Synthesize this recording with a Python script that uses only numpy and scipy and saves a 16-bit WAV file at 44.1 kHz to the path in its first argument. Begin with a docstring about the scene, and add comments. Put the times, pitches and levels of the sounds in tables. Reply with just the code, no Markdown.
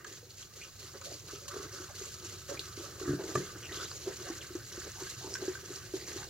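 """Pouring fuel through a funnel

Fuel is poured from a plastic jug through a funnel into a machine's tank, a few metres away in a yard.
The stream is random droplet hits that splash in surges and ring the funnel; bubbles are short rising notes.
Air gulps back into the jug several times a second, each gulp a short hollow glug that rings and rises.
Halfway the jug's wall judders and pops: short pushes set its own notes ringing. Drops tick in the funnel
as short bursts of ringing noise. A faint outdoor rumble and microphone hiss, both shaped noise, lie below."""
import sys
import numpy as np
from scipy import signal
from scipy.fft import rfft, irfft
from scipy.io import wavfile
from scipy.ndimage import map_coordinates

SR = 44100
rng = np.random.default_rng(int(sys.argv[2]) if len(sys.argv) > 2 else 0)


def to_wav(sig):
    """Store sig (one row per channel, or 1-D mono) as 16-bit WAV at the path in sys.argv[1].

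    Samples outside -1..1 are clipped; the rate is SR.
    """
    pcm = np.clip(np.atleast_2d(sig), -1, 1) * 32767
    pcm = np.round(pcm).astype(np.int16)
    wavfile.write(sys.argv[1], SR, pcm.T)  # frames by channels


N = 277389

# tone colour of the outdoor rumble: (frequency [Hz], level [dB])
RUMBLE_SPECTRUM = [(20, -45), (40, -12), (65, -0.5), (100, 5), (128, 2), (165, -4.5), (230, -15.5),
                   (400, -26.5), (900, -29)]
# loudness of the outdoor rumble: (time [s], level [dB])
RUMBLE_LEVEL = [(0, -61), (.8, -57.5), (1.6, -54.5), (3, -53), (6.29, -53)]
# tone colour of the steady microphone hiss: (frequency [Hz], level [dB])
HISS_SPECTRUM = [(200, 1.5), (500, 1), (1000, -7.5), (3000, -16.5), (7000, -7), (8500, -29), (15500, -7)]
# drops and ticks on the funnel: (time [s], peak level [dB], pitch [Hz])
FUNNEL_TICKS = [(0.0453, -41.5, 1205), (.046, -37.5, 1600), (.306, -40.5, 4280), (0.427, -41, 3100),
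                (1.015, -42, 1200), (2.573, -37, 2290), (2.594, -22.5, 4090), (3.374, -39, 1890),
                (3.727, -36, 3840), (3.801, -42, 3200), (3.964, -37, 6050), (5.34, -23, 5530),
                (5.353, -29, 1570), (5.552, -36, 1570)]
# bends of the jug's wall: (time [s], strength [dB], contact time [s])
WALL_FLEXES = [(3.077, -21, 0.0014), (3.0911, -18.5, 0.0015), (3.1053, -25.5, 0.001), (3.119, -40, 0.0014),
               (3.1321, -20, 0.0011), (3.147, -38, 0.0012), (3.3532, -20, 0.00058), (3.355, -20.5, 0.00024),
               (3.3772, -28.5, 0.00073)]
# the jug wall's own notes: (frequency [Hz], level [dB], time to fall 60 dB [s])
JUG_MODES = [(138, -10, 0.17), (182.5, -16.5, 0.29), (295.6, -3.5, 0.098), (356.8, -5, 0.15),
             (395, -12, 0.19), (577, -4.5, 0.025), (700, -36, 0.035), (980, -9.5, 0.023),
             (1197, 2.5, 0.036), (1724, -2, 0.029), (1900, -25, 0.025), (2530, -4.5, 0.019),
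             (4900, -10, 0.011)]
# bubble swarms: (time [s], length [s], peak level [dB], first pitch [Hz], last pitch [Hz])
BUBBLE_SWARMS = [(0.608, 0.045, -40.5, 2400, 2820), (1.044, 0.099, -44, 540, 637),
                 (1.887, .02, -45.5, 820, 615), (3.622, 0.047, -38.5, 2820, 2750),
                 (3.69, 0.034, -41, 1900, 1900), (3.714, 0.16, -33.5, 3080, 3730),
                 (3.794, 0.045, -37, 1400, 1460), (4.258, 0.055, -47.5, 654, 845),
                 (4.408, 0.021, -39.5, 3100, 2500), (4.956, 0.076, -46.5, 730, 1080),
                 (5.204, 0.067, -44, 760, 905), (5.961, 0.18, -42, 2020, 2200),
                 (6.171, 0.09, -47.5, 820, 860)]
# gulps of air into the jug: (time [s], level [dB], pitch [Hz])
AIR_GULPS = [(.112, -47.5, 380), (.228, -48, 474), (.954, -46.5, 417), (1.075, -50, 420), (1.119, -46, 415),
             (1.332, -37.5, 391), (1.542, -38, 417), (1.564, -34, 419), (1.598, -38.5, 395),
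             (1.8, -41, 369), (2.012, -40, 405), (2.518, -39, 392), (2.774, -39, 360), (3.012, -33, 393),
             (3.03, -34.5, 356), (3.056, -35.5, 345), (3.187, -42, 340), (3.403, -31, 379),
             (3.558, -43, 353), (3.771, -41, 366), (4.07, -30.5, 371), (4.3, -30.5, 330),
             (4.504, -39.5, 356), (4.551, -30, 344), (4.776, -35.5, 354), (5.019, -37, 360),
             (5.243, -38, 377), (5.273, -39, 393), (5.423, -33, 366), (5.479, -25.5, 367),
             (5.702, -37, 371), (5.937, -26.5, 370), (6.159, -37, 361)]
# air resonances in the funnel, before the tilt below: (frequency [Hz], width [Hz], level [dB])
FUNNEL_MODES = [(1201, 71, 5.5), (1570, 150, 2), (1880, 340, -8), (2820, 45, -14)]
# change of the funnel's colour as it fills: (time [s], gain from each resonance to the next [dB])
FILL_TILT = [(0, 4.5), (1.4, -3), (2.4, -2), (3.5, 1.5), (4.6, 2.5), (6.29, 4)]
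# air resonances in the tank's neck, before a fixed tilt: (frequency [Hz], width [Hz], level [dB])
NECK_MODES = [(367.7, 64.5, 18), (510, 810, -3), (506, 22, -1), (820, 390, -58)]
# tone colour of the splashing spray: (frequency [Hz], level [dB])
SPRAY_SPECTRUM = [(1120, -34), (1900, -9), (2550, -6.5), (2780, -3), (3530, -4.5), (4110, 2), (5260, 0),
                  (6870, 4), (7240, 1), (8270, -9), (9200, -8), (11200, -2.5), (15100, -8.5), (15800, -39)]
# low churning of the pool in the funnel, before its trim: (time [s], level [dB])
POOL_CHURN = [(0.0, -58.5), (0.63, -70.5), (0.93, -62), (1.61, -61), (2.07, -61.5), (3.28, -48.5),
              (3.84, -55.5), (4.41, -53.5), (4.85, -66), (5.41, -48), (5.52, -55.5), (6.29, -54)]
# thin stream between surges, before its trims: (time [s], spray level [dB], funnel ring level [dB])
THIN_STREAM = [(0.0, -63, -61), (0.12, -72, -61), (0.23, -58.5, -70.5), (0.47, -61, -63),
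               (0.73, -55.5, -62), (1.33, -52.5, -59.5), (1.65, -53, -51.5), (2.26, -51, -57),
               (3.54, -51, -52.5), (3.99, -47.5, -57.5), (4.33, -50.5, -50), (4.57, -51.5, -57),
               (5.13, -48, -58.5), (5.45, -48, -54), (5.71, -51, -58), (6.29, -52, -68.5)]
# surges from the jug: (start [s], length [s], spray level [dB], funnel ring level [dB])
JUG_SURGES = [(0.058, 0.12, -52, -59.5), (0.288, 0.092, -57.5, -86), (.37, 0.064, -51.5, -81),
              (0.549, 0.083, -53.5, -57), (0.598, 0.089, -52.5, -56.5), (0.779, 0.079, -50.5, -54.5),
              (0.928, .03, -64, -49.5), (1.033, .11, -48, -56), (1.267, 0.082, -49.5, -49),
              (1.501, .15, -48.5, -46.5), (1.713, 0.13, -50.5, -50.5), (1.941, 0.12, -46, -54),
              (2.106, .08, -52.5, -55), (2.236, 0.11, -48.5, -55), (2.483, 0.049, -48.5, -42),
              (2.605, 0.084, -53.5, -52), (2.756, 0.11, -49.5, -49), (2.984, 0.15, -53, -46.5),
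              (3.267, 0.035, -48, -47.5), (3.339, 0.044, -44, -41), (3.42, 0.095, -51, -51),
              (3.707, 0.15, -47.5, -49), (4.052, 0.027, -48, -50.5), (4.2, 0.18, -49.5, -55),
              (4.404, 0.069, -54, -61), (4.712, 0.16, -49.5, -51.5), (4.98, 0.1, -49.5, -50),
              (5.402, .15, -51.5, -54.5), (5.707, 0.067, -50, -52), (5.931, 0.084, -48.5, -58),
              (6.067, 0.16, -47.5, -51)]
# slugs of liquid slapping into the funnel: (time [s], spray level [dB], time to fall 60 dB [s])
LIQUID_SLAPS = [(0.0446, -48.5, .06), (0.537, -49.5, 0.059), (1.014, -44.5, 0.076), (1.481, -40.5, 0.083),
                (3.237, -42, 0.078), (3.353, -34, .05), (3.9153, -41, 0.02), (4.553, -43, 0.052)]

HISS_DB, CUTOFF_HZ = -61, 15850
LEAN_DB, LAG_SAMPLES = 1.47, 1.29  # the bright sounds lean to the right ear and reach the left later
STREAM_SPRAY_DB, STREAM_RING_DB = -1, 1.5  # trims of the thin stream
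SURGE_ATTACK_S, SURGE_RELEASE_S = 0.014, 0.035
POOL_DB, SURGE_CHURN_DB = -1, -4.5  # trim of the pool; churning under a surge, against its funnel ring
TICK_T60_S, TICK_DAMPING = 0.042, 0.96  # ring time at 1 kHz; power of pitch by which it shortens
SPRAY_PATCHY_DB, SPRAY_PATCHES_PER_S = 2, 45  # droplets of like pitch come in bursts
SLAP_RING_DB = -2  # funnel ring under a slap, against its spray
SMALL_GULPS_DB = -13  # against the funnel's ring


def from_db(db):
    """Turn decibels into a gain."""
    return 10 ** (np.asarray(db) / 20)


def rms_one(x):
    """Scale a sound to unit power."""
    return x / np.sqrt(np.mean(x ** 2) + 1e-20)


def in_time(rows):
    """Draw each column of a table as a curve with a value for every sample."""
    s, *columns = np.transpose(rows)
    return [np.interp(np.arange(N) / SR, s, c) for c in columns]


def add(out, s, sound):
    """Mix a sound in at a time in seconds."""
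    place = out[int(s * SR):int(s * SR) + len(sound)]
    place += sound[:len(place)]


def drift(rate):
    """Wander slowly at random with spread 1, heading for a new value 'rate' times a second."""
    knots = rng.standard_normal(4000)
    return rms_one(np.interp(np.arange(N) / SR * rate, np.arange(len(knots)), knots))


def coloured(x, points):
    """Filter to a given spectrum without any sound ahead of its cause (minimum phase)."""
    size = 2 ** 19
    hz, db = np.transpose(points)
    grid_hz = np.fft.rfftfreq(size, 1 / SR)
    log_gain = np.log(from_db(np.interp(np.log(grid_hz + 1), np.log(hz), db)))
    cepstrum = irfft(log_gain)[:size // 2]
    response = np.exp(2 * rfft(cepstrum, size) - cepstrum[0])
    return irfft(rfft(x, size) * response)[..., :N]


def low_pass(x, hz):
    """Gently remove the treble (second order)."""
    return signal.sosfilt(signal.butter(2, hz, fs=SR, output="sos"), x + 1e-18)


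def below(x, hz):
    """Steeply remove the treble with no phase shift."""
    return signal.fftconvolve(x, signal.firwin(401, hz, fs=SR), "same")


def resonance(x, hz, width):
    """Ring at one pitch, with gain 1 at the top; a narrower width in Hz rings longer."""
    r = np.exp(-np.pi * width / SR)
    forward = np.array([1, 0, -1]) * (1 - r * r) / 2
    feedback = [1, -2 * r * np.cos(2 * np.pi * hz / SR), r * r]
    return signal.lfilter(forward, feedback, x + 1e-18)


def cavity(x, modes, tilt_db, slosh_db):
    """Ring several air resonances side by side; the moving liquid favours now one, now another."""
    total = 0
    for k, (hz, width, db) in enumerate(modes):
        gain = from_db(db + k * tilt_db + slosh_db * drift(25))
        total = total + (-1) ** k * gain * resonance(x, hz, width)  # signs alternate
    return rms_one(total)


def impacts(clumps, per_s, spread_db, clump_db):
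    """Droplets land at random as single clicks of many strengths, swelling together in clumps."""
    born = rng.random(N) < per_s / SR
    sizes = from_db(spread_db * np.minimum(rng.exponential(1, N), 4) + clump_db * clumps)
    return born * sizes * rng.choice([-1, 1], N)


def background(spectrum, side_db):
    """Steady noise for outdoor rumble or microphone hiss; 'side_db' sets how much the two ears differ."""
    mid, side = coloured(rng.standard_normal((2, N)), spectrum)
    return rms_one(mid + from_db(side_db) * side * [[1], [-1]])


def ticks(crack, width_share):
    """A drop hits the plastic: a broad crack and a brief ring, shorter for higher pitches."""
    out, t = np.zeros(N), np.arange(SR // 12) / SR
    for s, db, hz in FUNNEL_TICKS:
        t60 = TICK_T60_S * (hz / 1000) ** -TICK_DAMPING
        burst = rng.standard_normal(len(t)) * from_db(-60 * t / t60)
        tick = resonance(burst, hz, hz * width_share) + crack * low_pass(burst, 3400)
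        add(out, s, from_db(db) * tick / np.abs(tick).max())
    return out


def jug():
    """The wall buckles in soft jerks, then snaps back; a long contact reaches only the low notes."""
    out, t = np.zeros(N), np.arange(SR // 3) / SR
    body = sum(from_db(db - 60 * t / t60) * np.cos(2 * np.pi * hz * t) for hz, db, t60 in JUG_MODES)
    body *= 1 - np.exp(-t / 0.00099)  # the wall takes a moment to swing
    for s, db, contact_s in WALL_FLEXES:
        push = np.exp(-(2 * t / contact_s - 2) ** 2)
        # start early, so that the push is strongest at the listed time
        add(out, s - contact_s, from_db(db) * signal.fftconvolve(push / push.sum(), body))
    return signal.sosfilt(signal.butter(2, 95, "high", fs=SR, output="sos"), out + 1e-18)


def bubble(hz, cycles, rise):
    """One bubble: a note that climbs in pitch and falls 60 dB in 'cycles' cycles, 50 ms at most."""
    turns = np.arange(SR // 20) / SR * hz
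    note = np.sin(2 * np.pi * turns * (1 + rise * turns / cycles))
    return note * from_db(-60 * turns / cycles) * (1 - np.exp(-turns))


def gurgles(scatter, count=14):
    """A swarm of bubbles surfaces one after another, gliding in pitch with some scatter."""
    out = np.zeros(N)
    for s, length, db, first_hz, last_hz in BUBBLE_SWARMS:
        swarm = np.zeros(SR // 4)
        for k, (late, size, strength) in enumerate(rng.random((count, 3))):
            progress = (k + late) / count
            hz = (first_hz + progress * (last_hz - first_hz)) * (1 + scatter * (size - .5))
            add(swarm, progress * length, from_db(15 * strength) * bubble(hz, cycles=19, rise=0.02))
        add(out, s, from_db(db) * swarm / np.abs(swarm).max())
    return out


def burble(per_s, low_hz, octaves, spread_db):
    """Bubbles of many sizes burst at random times in the funnel's pool, each with its own pitch."""
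    out = np.zeros(N)
    for when, size, strength in rng.random((int(per_s * N / SR), 3)):
        note = bubble(low_hz * 2 ** (octaves * size), cycles=58, rise=0.074)
        add(out, when * N / SR, from_db(spread_db * strength ** 2) * note)
    return rms_one(out)


def glugs(swell_s, t60, rise, tank_hz, tank_db, slosh_db, slosh_t60):
    """Each gulp of air swells at once and rings out, rising; the tank answers lower, liquid sloshes on."""
    out, t = np.zeros(N), np.arange(SR // 5) / SR
    swell = 1 - np.exp(-(t / swell_s) ** 2)
    shape = swell * from_db(-60 * t / t60)
    slosh_shape = swell * from_db(slosh_db - 60 * t / slosh_t60)
    tank = from_db(tank_db) * np.sin(2 * np.pi * tank_hz * t)
    for s, db, hz in AIR_GULPS:
        note = np.sin(2 * np.pi * hz * t * (1 + rise * t)) - tank
        slosh = rms_one(resonance(rng.standard_normal(len(t)), hz, 53)) * slosh_shape
        add(out, s, from_db(db) * (note * shape / shape.max() + slosh))
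    return out


def slaps():
    """Each slug of liquid starts a sudden burst of spray that dies away; as a gain."""
    out, t = np.zeros(N), np.arange(SR // 8) / SR
    for s, db, t60 in LIQUID_SLAPS:
        add(out, s, from_db(db - 60 * t / t60))
    return out


def surges():
    """Each surge swells, holds and drains away; gains of the spray and of the funnel's ring."""
    t, power = np.arange(N) / SR, np.zeros((2, N))
    for s, length, spray_db, ring_db in JUG_SURGES:
        swell = np.clip((t - s) / SURGE_ATTACK_S, 0, 1)
        drain = np.exp(-np.clip((t - s - length) / SURGE_RELEASE_S, 0, 20))
        power += (from_db([[spray_db], [ring_db]]) * swell * drain) ** 2
    return np.sqrt(power)


def flow():
    """Surges and slaps add in power to the thin stream; gains of spray, funnel ring and churning."""
    stream_spray_db, stream_ring_db = in_time(THIN_STREAM)
    pool_db, = in_time(POOL_CHURN)
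    surge_spray, surge_ring = surges()
    slap = slaps()
    spray_gain = np.hypot(from_db(stream_spray_db + STREAM_SPRAY_DB), surge_spray)
    ring_gain = np.hypot(from_db(stream_ring_db + STREAM_RING_DB), surge_ring)
    churn_gain = np.hypot(from_db(pool_db + POOL_DB), from_db(SURGE_CHURN_DB) * surge_ring)
    return np.hypot(spray_gain, slap), np.hypot(ring_gain, from_db(SLAP_RING_DB) * slap), churn_gain


def spray(spread_side_db, count=7):
    """The stream breaks into briefly ringing droplets and bubbles over a fine mist; mid and side."""
    pitches = np.geomspace(1900, 8000, 56)
    clumps = drift(70)
    # neighbouring pitches share one of a few burst curves
    bursts = [from_db(SPRAY_PATCHY_DB * drift(SPRAY_PATCHES_PER_S)) for _ in range(count)]
    pair = []
    for side_db in (0, spread_side_db):
        drops = impacts(clumps, per_s=4500, spread_db=4.0, clump_db=1.2)
        dealt = rng.integers(0, len(pitches), N)  # which pitch each drop rings
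        fizz = np.zeros(N)
        for k, hz in enumerate(pitches):
            burst = bursts[k * count // len(pitches)]
            fizz += resonance(drops * (dealt == k) * burst, hz, hz * 0.039)
        mist = impacts(clumps, per_s=14000, spread_db=3.0, clump_db=2.26)
        mix = rms_one(fizz) + from_db(3.5) * rms_one(mist)
        pair.append(from_db(side_db) * rms_one(coloured(mix, SPRAY_SPECTRUM)))
    return pair


def yard(x, scatter_db, t60, lag):
    """Direct sound, late on the left by 'lag' samples, and short scatter from machine, ground and shed."""
    t = np.arange(SR // 3) / SR
    scatter = rng.standard_normal((2, len(t))) * from_db(-60 * t / t60) * (t > .002)
    scatter /= np.sqrt(np.sum(scatter ** 2, axis=1, keepdims=True))
    late = map_coordinates(x, [np.arange(N) - lag], order=3)
    echoes = signal.fftconvolve(x[None], scatter, axes=1)[:, :N]
    return np.array([late, x]) + from_db(scatter_db) * echoes


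def scene():
    """The pour and the jug in the yard, over the outdoor rumble and the microphone hiss."""
    rumble = from_db(in_time(RUMBLE_LEVEL)[0]) * background(RUMBLE_SPECTRUM, side_db=-14.0)
    hiss = from_db(HISS_DB) * background(HISS_SPECTRUM, side_db=-3)
    spray_gain, ring_gain, churn_gain = flow()
    fill_db, = in_time(FILL_TILT)
    splash, splash_side = spray_gain * spray(spread_side_db=-5.0)
    # the stream drums on the funnel and whips bubbles into it
    drumming = impacts(drift(70), per_s=900, spread_db=1.5, clump_db=2.5)
    funnel = ring_gain * from_db(-5.5) * cavity(drumming, FUNNEL_MODES, tilt_db=fill_db, slosh_db=2.0)
    bubbles = from_db(-12.5) * burble(per_s=130, low_hz=1071, octaves=1.02, spread_db=12)
    small_gulps = from_db(SMALL_GULPS_DB) * burble(per_s=30, low_hz=360, octaves=0.647, spread_db=13.5)
    # it plunges into the pool above the neck
    plunging = impacts(drift(70), per_s=500, spread_db=0.5, clump_db=0.0)
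    churn = churn_gain * cavity(plunging, NECK_MODES, tilt_db=-10, slosh_db=4.0)
    gulps = glugs(swell_s=0.0017, t60=0.073, rise=0.66, tank_hz=291, tank_db=-16,
                  slosh_db=-16.5, slosh_t60=0.3)
    bright = funnel + ring_gain * (bubbles + small_gulps)
    bright += gurgles(scatter=0.2) + ticks(crack=0.0083, width_share=0.056)
    pour = yard(bright, scatter_db=-4, t60=0.15, lag=LAG_SAMPLES)
    pour += yard(splash, scatter_db=-12.5, t60=0.056, lag=LAG_SAMPLES) + splash_side * [[1], [-1]]
    hollow = yard(churn + gulps + jug(), scatter_db=-15.5, t60=0.18, lag=2.5)
    # everything but the hiss is a little louder on the right
    pour_lean = from_db(LEAN_DB * np.array([[-.5], [.5]]))
    low_lean = from_db([[-.3], [.3]])
    return pour * pour_lean + (hollow + rumble) * low_lean + hiss


def record(dry):
    """The stereo image narrows in the high treble and the top is cut."""
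    mid, side = (dry[0] + dry[1]) / 2, (dry[0] - dry[1]) / 2
    side = .18 * side + .82 * below(side, 9500)
    return np.array([below(mid + side, CUTOFF_HZ), below(mid - side, CUTOFF_HZ)])


dry = scene()
out = record(dry)
to_wav(out)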